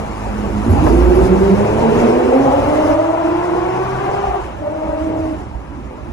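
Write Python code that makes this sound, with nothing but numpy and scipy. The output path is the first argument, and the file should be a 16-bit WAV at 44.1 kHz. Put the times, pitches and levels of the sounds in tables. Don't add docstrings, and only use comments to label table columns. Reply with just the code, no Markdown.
import sys
import numpy as np
from scipy import signal
from scipy.fft import rfft, irfft, next_fast_len
from scipy.io import wavfile
from scipy.ndimage import uniform_filter1d, map_coordinates

SR = 44100
rng = np.random.default_rng(int(sys.argv[2]) if len(sys.argv) > 2 else 0)


def persist_wave(psi):
    counts = np.round(np.clip(psi, -1, 1) * 32767).astype(np.int16)
    wavfile.write(sys.argv[1], SR, np.atleast_2d(counts).T)


def voltage_ratio(decibels):
    exponent = np.asarray(decibels, float) / 20
    return 10 ** exponent


N = 270200
T = np.arange(N) / SR

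# time_s, crankshaft_turns_hz
REVS = [(0, 35.12), (.62, 34.83), (.9, 58.17), (1.0, 59.8), (1.3, 63.92), (1.5, 65.57), (1.9, 77.19),
        (2.2, 83.23), (2.35, 89.2), (2.9, 105), (3.4, 116.9), (3.6, 121.1), (4.05, 132.8), (4.37, 133.8),
        (4.58, 104.1), (5.2, 106.4), (5.42, 103.2), (6.13, 100.8)]


def unit(x):
    return x / np.sqrt(np.mean(np.abs(x) ** 2) + 1e-20)


def along(points, hz):
    f, v = np.transpose(points)
    return np.interp(np.log(hz + 1), np.log(f + 1), v)


def curves(rows, t=T):
    s, *cols = np.transpose(rows)
    return [np.interp(t, s, c) for c in cols]


def wobble(rate, t=T):
    return map_coordinates(rng.standard_normal(800), [t * rate])


def filtered(x, response):
    m = next_fast_len(N + SR // 2)
    return irfft(rfft(x, m) * response(np.fft.rfftfreq(m, 1 / SR)), m)[..., :N]


def rush(spectrum, patchy_db, size=10):
    z = signal.stft(rng.standard_normal((2, N)), nperseg=512)[2]
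    field = uniform_filter1d(rng.standard_normal(z.shape[1:]), size=6, axis=0)
    field = uniform_filter1d(field, size=size, axis=1)
    pair = signal.istft(z * voltage_ratio(patchy_db * unit(field)), nperseg=512)[1][:, :N]
    return unit(filtered(pair, lambda hz: voltage_ratio(along(spectrum, hz))))


def peaks(rows, hz, floor_db):
    power = sum(voltage_ratio(db) ** 2 / (1 + ((hz - c) / w) ** 6) for c, w, db in rows)
    return np.sqrt(voltage_ratio(floor_db) ** 2 + power)


def turns():
    return 2 * np.pi * np.cumsum(uniform_filter1d(curves(REVS)[0], size=3000)) / SR


def firing_db(k):
    # time_s, firing_note_db, upper_orders_lean_db_per_octave
    firing = [(0, -17.5, -2.5), (.3, -5.5, -4.5), (.62, -3, -0.5), (.9, 0, -3), (1.2, -1.5, 2.5),
              (1.5, 1, 0.5), (1.78, 2.5, -4), (2.0, 1.5, 3), (2.4, 2, -1), (2.9, 1, -1), (3.1, -1.5, -1),
              (3.5, -3.5, -2.5), (3.9, -9, 2), (4.25, -6.5, -0.5), (4.65, -10, 0.5), (4.95, -6, -0.5),
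              (5.15, -6, -8.5), (6.13, -4.5, -11)]
    level_db, lean = curves(firing)
    return level_db + lean * np.log2(k / 4)


def shut_db(t):
    # start_s, length_s, drop_db
    lifts = [
        (4.415, .18, -13),
        (5.366, .9, -22.5),
    ]
    fade_s = 0.079
    return sum(db * np.clip(np.minimum(t - s, s + length - t) / fade_s + .5, 0, 1)
               for s, length, db in lifts)


def boom(angle):
    # order_that_shakes_it, pitch_hz, half_width_hz, level_db
    mounts = [(1, 59.8, 3.3, -12), (1, 61, 4.5, -26), (1, 97.4, 2.1, -29.5), (1, 114, 10.7, -32.5),
              (1, 128, 3.4, -19.5), (1.5, 52.5, 2.9, -22), (1.5, 105.4, 4.7, -27), (1.5, 119, 4.6, -33),
              (1.5, 138, 3, -30.5), (1.5, 192, 16, -32.5), (2, 72, 5, -33), (2, 87, 9.6, -15.5),
              (2, 120, 2.5, -30), (2, 146.3, 10.4, -29)]
    mount_floor_db = {1: -51.5, 1.5: -54, 2: -64}
    hz = np.gradient(angle) * SR / (2 * np.pi)
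    lead_s, cut = 0.13, 1.4
    effort_db = 0.96 * firing_db(4) + cut * shut_db(T + lead_s)
    tones = np.zeros(N)
    for k, floor_db in mount_floor_db.items():
        panels = [row[1:] for row in mounts if row[0] == k]
        gain = peaks(panels, k * hz, floor_db) * voltage_ratio(effort_db + 1.5 * wobble(8))
        tones += gain * np.sin(k * angle)
    return np.array([np.sqrt(2) * tones, np.zeros(N)])


def order_in_tunnel(k, angle, wetter, count=6):
    # time_s, largest_echo_pitch_drop (0-1), echo_share_of_note (0-1, cut off just under 1)
    walls = [(0, .03, .15), (.62, .04, .2), (.75, .07, .6), (1, .08, .65), (1.6, .09, .55), (2, .1, .7),
             (2.7, .11, .7), (3, .11, .6), (4.2, .12, .65), (4.4, .13, .95), (4.65, .1, .8),
             (4.8, .09, .55), (5, .1, .45), (5.1, .12, .15), (5.36, .12, .12), (5.45, .12, .6),
             (5.6, .2, 1.4), (6.13, .2, 1.4)]
    t = T[::16]
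    drop, wet = curves(walls, t)
    wet = np.clip(wet * wetter, 0, .97)
    slip = np.cumsum(drop * np.gradient(angle[::16]))
    pair = []
    for direct in (1, 0):
        behind = .2 + .8 * (np.arange(count) + rng.random(count)) / count
        depth = np.append(behind, -.22)
        echoes = 0
        for d in depth:
            fading = (wobble(12, t) + 1j * wobble(12, t)) * voltage_ratio(-4 * abs(d) - 3 * (d < 0))
            echoes = echoes + fading * np.exp(-1j * k * d * slip)
        straight = direct * np.sqrt(1 - wet) * voltage_ratio(0.47 * wobble(14, t))
        shape = straight + np.sqrt(wet) * unit(echoes)
        in_step = np.interp(T, t, shape.real) * np.cos(k * angle)
        pair.append(in_step - np.interp(T, t, shape.imag) * np.sin(k * angle))
    return np.sqrt(2) * np.array(pair)


def exhaust(angle):
    main_db = {3: -19.5, 4.5: -26.5, 6: -18, 9: -27}
    # pitch_hz, half_width_hz, level_db
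    cabin = [(198.5, 9, 6), (238.5, 7.6, 4.5), (268, 11.2, 2), (315, 21, -0.5), (345, 5.6, 3),
             (378.4, 22.6, 5), (464, 36, -2.5), (548, 30, -1), (643, 40, 3), (738, 23, 0.5), (830, 33, 4.5),
             (879, 53, 1.5), (1079, 115, 4.5), (1296, 38, 4)]
    # turns_hz, level_db
    uneven = [(35, -2.5), (58, 5.5), (65, -9), (72, -1.5), (82, -0.5), (92, 2.5), (104, -7), (120, -4),
              (135, -2)]
    # order, level_db relative to order 4.5
    weak = [(4, -9), (5, -6), (5.5, -1), (7, -11)]
    # order, level_db relative to order 9
    high = [(7.5, -2), (8, -9.5), (10.5, -11.5), (12, -9), (13.5, -16), (15, -19.5), (18, -23), (21, -25)]
    hz = np.gradient(angle) * SR / (2 * np.pi)
    third, half, sixth, ninth = [voltage_ratio(db + firing_db(k) + shut_db(T)) * peaks(cabin, k * hz, -7.5)
                                 for k, db in main_db.items()]
    half = half * voltage_ratio(along(uneven, hz))
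    note = third * order_in_tunnel(3, angle, wetter=.65)
    note += half * order_in_tunnel(4.5, angle, wetter=1.3)
    note += sixth * order_in_tunnel(6, angle, wetter=.95)
    note += ninth * order_in_tunnel(9, angle, wetter=.9)
    for k, db in weak:
        note += half * voltage_ratio(db) * order_in_tunnel(k, angle, wetter=1.5)
    for k, db in high:
        note += ninth * voltage_ratio(db) * order_in_tunnel(k, angle, wetter=1)
    return note


def hollowed(x):
    order, half_width_octaves, depth_db = 1.78, 0.21, -8.5
    hz, t, z = signal.stft(x, SR, nperseg=2048)
    octaves = np.log2((hz[:, None] + 1) / (order * curves(REVS, t)[0]))
    dip = voltage_ratio(depth_db * np.exp(-(octaves / half_width_octaves) ** 2))
    return signal.istft(z * dip, SR, nperseg=2048)[1][:, :N]


def roar(angle):
    # time_s, engine_effort_db, body_shaking_db
    drive = [(0, -5, 6.5), (.15, -6, 1.5), (.6, -5, 8), (.8, -2, 13), (1.2, -1.5, 14), (1.35, -1.5, 5),
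             (1.8, 0, 7.5), (2.05, 2, 0.5), (2.2, -0.5, 1.5), (2.92, 0, 6), (3.0, -3.5, -4), (3.4, -3, -1),
             (4.25, -2.5, -3), (4.6, -12, 1.5), (4.9, -9, -0.5), (5.33, -9.5, 3), (5.5, -15.5, 1),
             (6.13, -14, 1.5)]
    # time_s, surge_db
    shunts = [(.72, 5.5), (.87, 12), (1.0, 6), (1.26, 8.5), (1.45, 7), (1.69, -1.5), (2.0, 7.5), (2.6, 1.5),
              (4.45, 7), (5.03, 4), (5.22, 4), (5.42, 6), (5.5, 1)]
    # level_db, share of effort, of shaking and of surges that each layer follows
    layers = [
        (-25, .05, 1, 0.65),
        (-13, 1, 0.32, 0.38),
        (-25, 1, 0.016, 0.13),
        (-42, 0.96, 0.19, 0.35),
    ]
    # pitch_hz, level_db_per_hz
    road_colour = [(11, -63), (18, -32), (35, -10), (59, 5.5), (132, -5.5), (149, -7.5), (209, -5.5),
                   (358, -7.5), (450, -38), (580, -69), (990, -120)]
    body_colour = [(60, -15), (110, -3.5), (170, -3), (250, -2.5), (400, 2), (600, -2.5), (900, -0.5),
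                   (1800, -50)]
    gas_colour = [(300, -17.5), (600, -3), (1000, -1.5), (1400, -8.5), (1900, -14.5), (2700, -14.5),
                  (3400, -24), (4200, -30.5), (6000, -56.5)]
    hiss_colour = [(2500, -30), (3600, -4), (4400, -3), (5200, 0), (6500, -2), (7500, -3), (10500, -2),
                   (11200, -6), (11800, -10), (12400, -17), (13000, -24), (13400, -60)]
    effort_db, shake_db = curves(drive)
    surge_half_s = 0.054
    surge_db = sum(db * np.exp(-((T - s) / surge_half_s) ** 2) for s, db in shunts)
    road_db, body_db, gas_db, hiss_db = [db + a * effort_db + b * shake_db + c * surge_db
                                         for db, a, b, c in layers]
    road = voltage_ratio(road_db - 7 + 2.4 * wobble(9)) * rush(road_colour, patchy_db=0.5)
    body = hollowed(voltage_ratio(body_db - 10.5) * rush(body_colour, patchy_db=4.0))
    puff = 1 + .22 * np.cos(3 * angle)
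    gas = voltage_ratio(gas_db + 1.0) * puff * rush(gas_colour, patchy_db=1.0)
    open_air_db, portal_s = 2, .68
    hiss_db = hiss_db + open_air_db * np.clip((portal_s - T) / .1, 0, 1)
    flutter_db = .9 * wobble(36)
    hiss = voltage_ratio(hiss_db + flutter_db) * rush(hiss_colour, patchy_db=2.0, size=5)
    trim = filtered(hiss, lambda hz: hz > 9900)
    trim_gain = voltage_ratio(-4 + 0.32 * shake_db)
    return road + body + gas + hiss + (trim_gain - 1) * trim


def thuds():
    # start_s, peak_db, ring_hz, 60_db_fade_s, crack_db
    jolts = [(.688, 3, 86.8, 0.36, -19), (0.794, -5, 73.6, 0.26, -16), (0.864, -12, 61.5, .2, -2),
             (1.689, -34, 89.95, .1, -17), (1.885, -17, 72.56, 0.11, -21), (2.512, -27, 90.5, 0.089, -27),
             (4.271, -19, 58, 0.54, -42), (4.44, -26, 95, .15, -32), (4.915, -30, 58.06, 0.2, -31),
             (5.2, -15, 90, .15, -37), (5.401, -19, 65.4, 0.36, -38), (5.449, -23, 118, .3, -36),
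             (5.49, -19, 75, .25, -43), (5.546, -12.5, 58.64, 0.23, -47), (5.834, -27, 54, .25, -45),
             (6.009, -20, 61.94, .2, -45)]
    # start_s, length_s, from_hz, to_hz, level_db
    squeaks = [
        (.69, .055, 11900, 10500, -38),
        (.685, .035, 9000, 8300, -43),
        (1.135, .065, 11300, 10600, -41),
    ]
    out = np.zeros((2, N + SR))
    t = T[:SR // 2]
    dull = signal.butter(4, 1050, fs=SR, output="sos")
    for s, db, hz, fade_s, crack_db in jolts:
        i = round(s * SR)
        ring = voltage_ratio(db - 60 * t / fade_s) * (1 - np.exp(-t / 0.0095))
        out[0, i:i + len(t)] += ring * np.sin(2 * np.pi * hz * t)
        crack = voltage_ratio(crack_db + 9 - 60 * t / .08) * (1 - np.exp(-t / .002))
        crack = crack * rng.standard_normal((2, len(t)))
        out[:, i:i + len(t)] += signal.sosfilt(dull, crack)
    for s, length, from_hz, to_hz, db in squeaks:
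        i = round(s * SR)
        u = np.clip(t / length, 0, 1)
        pitch_hz = from_hz + (to_hz - from_hz) * u + 250 * wobble(1200, t)
        tone = np.sin(2 * np.pi * np.cumsum(pitch_hz) / SR)
        out[0, i:i + len(t)] += voltage_ratio(db) * np.sin(np.pi * u) * tone
    return out[:, :N]


def scene():
    # pitch_hz, left_right_likeness (0-1)
    alike = [(60, .82), (340, .86), (700, .8), (1200, .4), (1900, .72), (3400, .4), (4500, .1), (6000, .3),
             (8100, .74), (9650, .85), (10500, .75), (11800, .8)]
    # pitch_hz, left_leads_radians
    lead = [(40, .2), (340, .7), (700, 1.7), (1100, 1.5), (1400, .5), (1900, .5), (2900, 3.3), (4000, .8),
            (5200, -.4), (6500, .7), (8000, 2.6), (9650, 3), (10500, 3.9), (11800, 6)]
    # pitch_hz, left_minus_right_db
    tilt = [(60, -8.5), (110, -2.5), (200, -4), (360, -4), (650, 1), (1170, 3.5), (2120, 2.5), (3840, -1.5),
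            (6960, -1), (12600, -0.5)]
    angle = turns()
    common, apart = boom(angle) + exhaust(angle) + roar(angle) + thuds()

    def like(hz):
        return np.clip(along(alike, hz), 0, 1)

    left = filtered(common, lambda hz: voltage_ratio(along(tilt, hz) / 2))
    right = filtered(common, lambda hz: like(hz) * np.exp(-1j * along(lead, hz)))
    right += filtered(apart, lambda hz: np.sqrt(1 - like(hz) ** 2))
    return np.array([left, filtered(right, lambda hz: voltage_ratio(-along(tilt, hz) / 2))])


def thinned(x):
    # typical_edge_hz, jump_hz
    edge_rows = [
        (9500, 450),
        (10200, 60),
        (12150, 330),
        (11450, 230),
    ]
    hz, t, z = signal.stft(np.array([x[0] + x[1], x[0] - x[1]]) / 2, SR, nperseg=1024)
    hz = hz[:, None]
    jumps = rng.standard_normal((len(t) // 4 + 1, 4))[np.arange(len(t)) // 4]
    start, end, top, side_top = [edge + jump * j - hz for (edge, jump), j in zip(edge_rows, jumps.T)]
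    sink = 110 * t
    start, top = start - sink, top - sink / 3
    below_gap = (start > 0) & (hz < 9700)
    z[0] *= (below_gap | (end < 0)) & (top > 0)
    z[1] *= side_top > 0
    faint = np.abs(z) < .75 * uniform_filter1d(np.abs(z), size=15, axis=1)
    z *= ~(faint & (hz > 1200))
    mid, side = signal.istft(z, SR, nperseg=1024)[1][:, :N]
    return np.array([mid + side, mid - side])


def roll_off(x):
    return signal.sosfilt(signal.butter(12, 13200, fs=SR, output="sos"), x)


def record(dry):
    limited = dry / (1 + np.abs(dry / .93) ** 5) ** (1 / 5)
    return roll_off(thinned(limited))


dry = scene()
out = record(dry)
persist_wave(out)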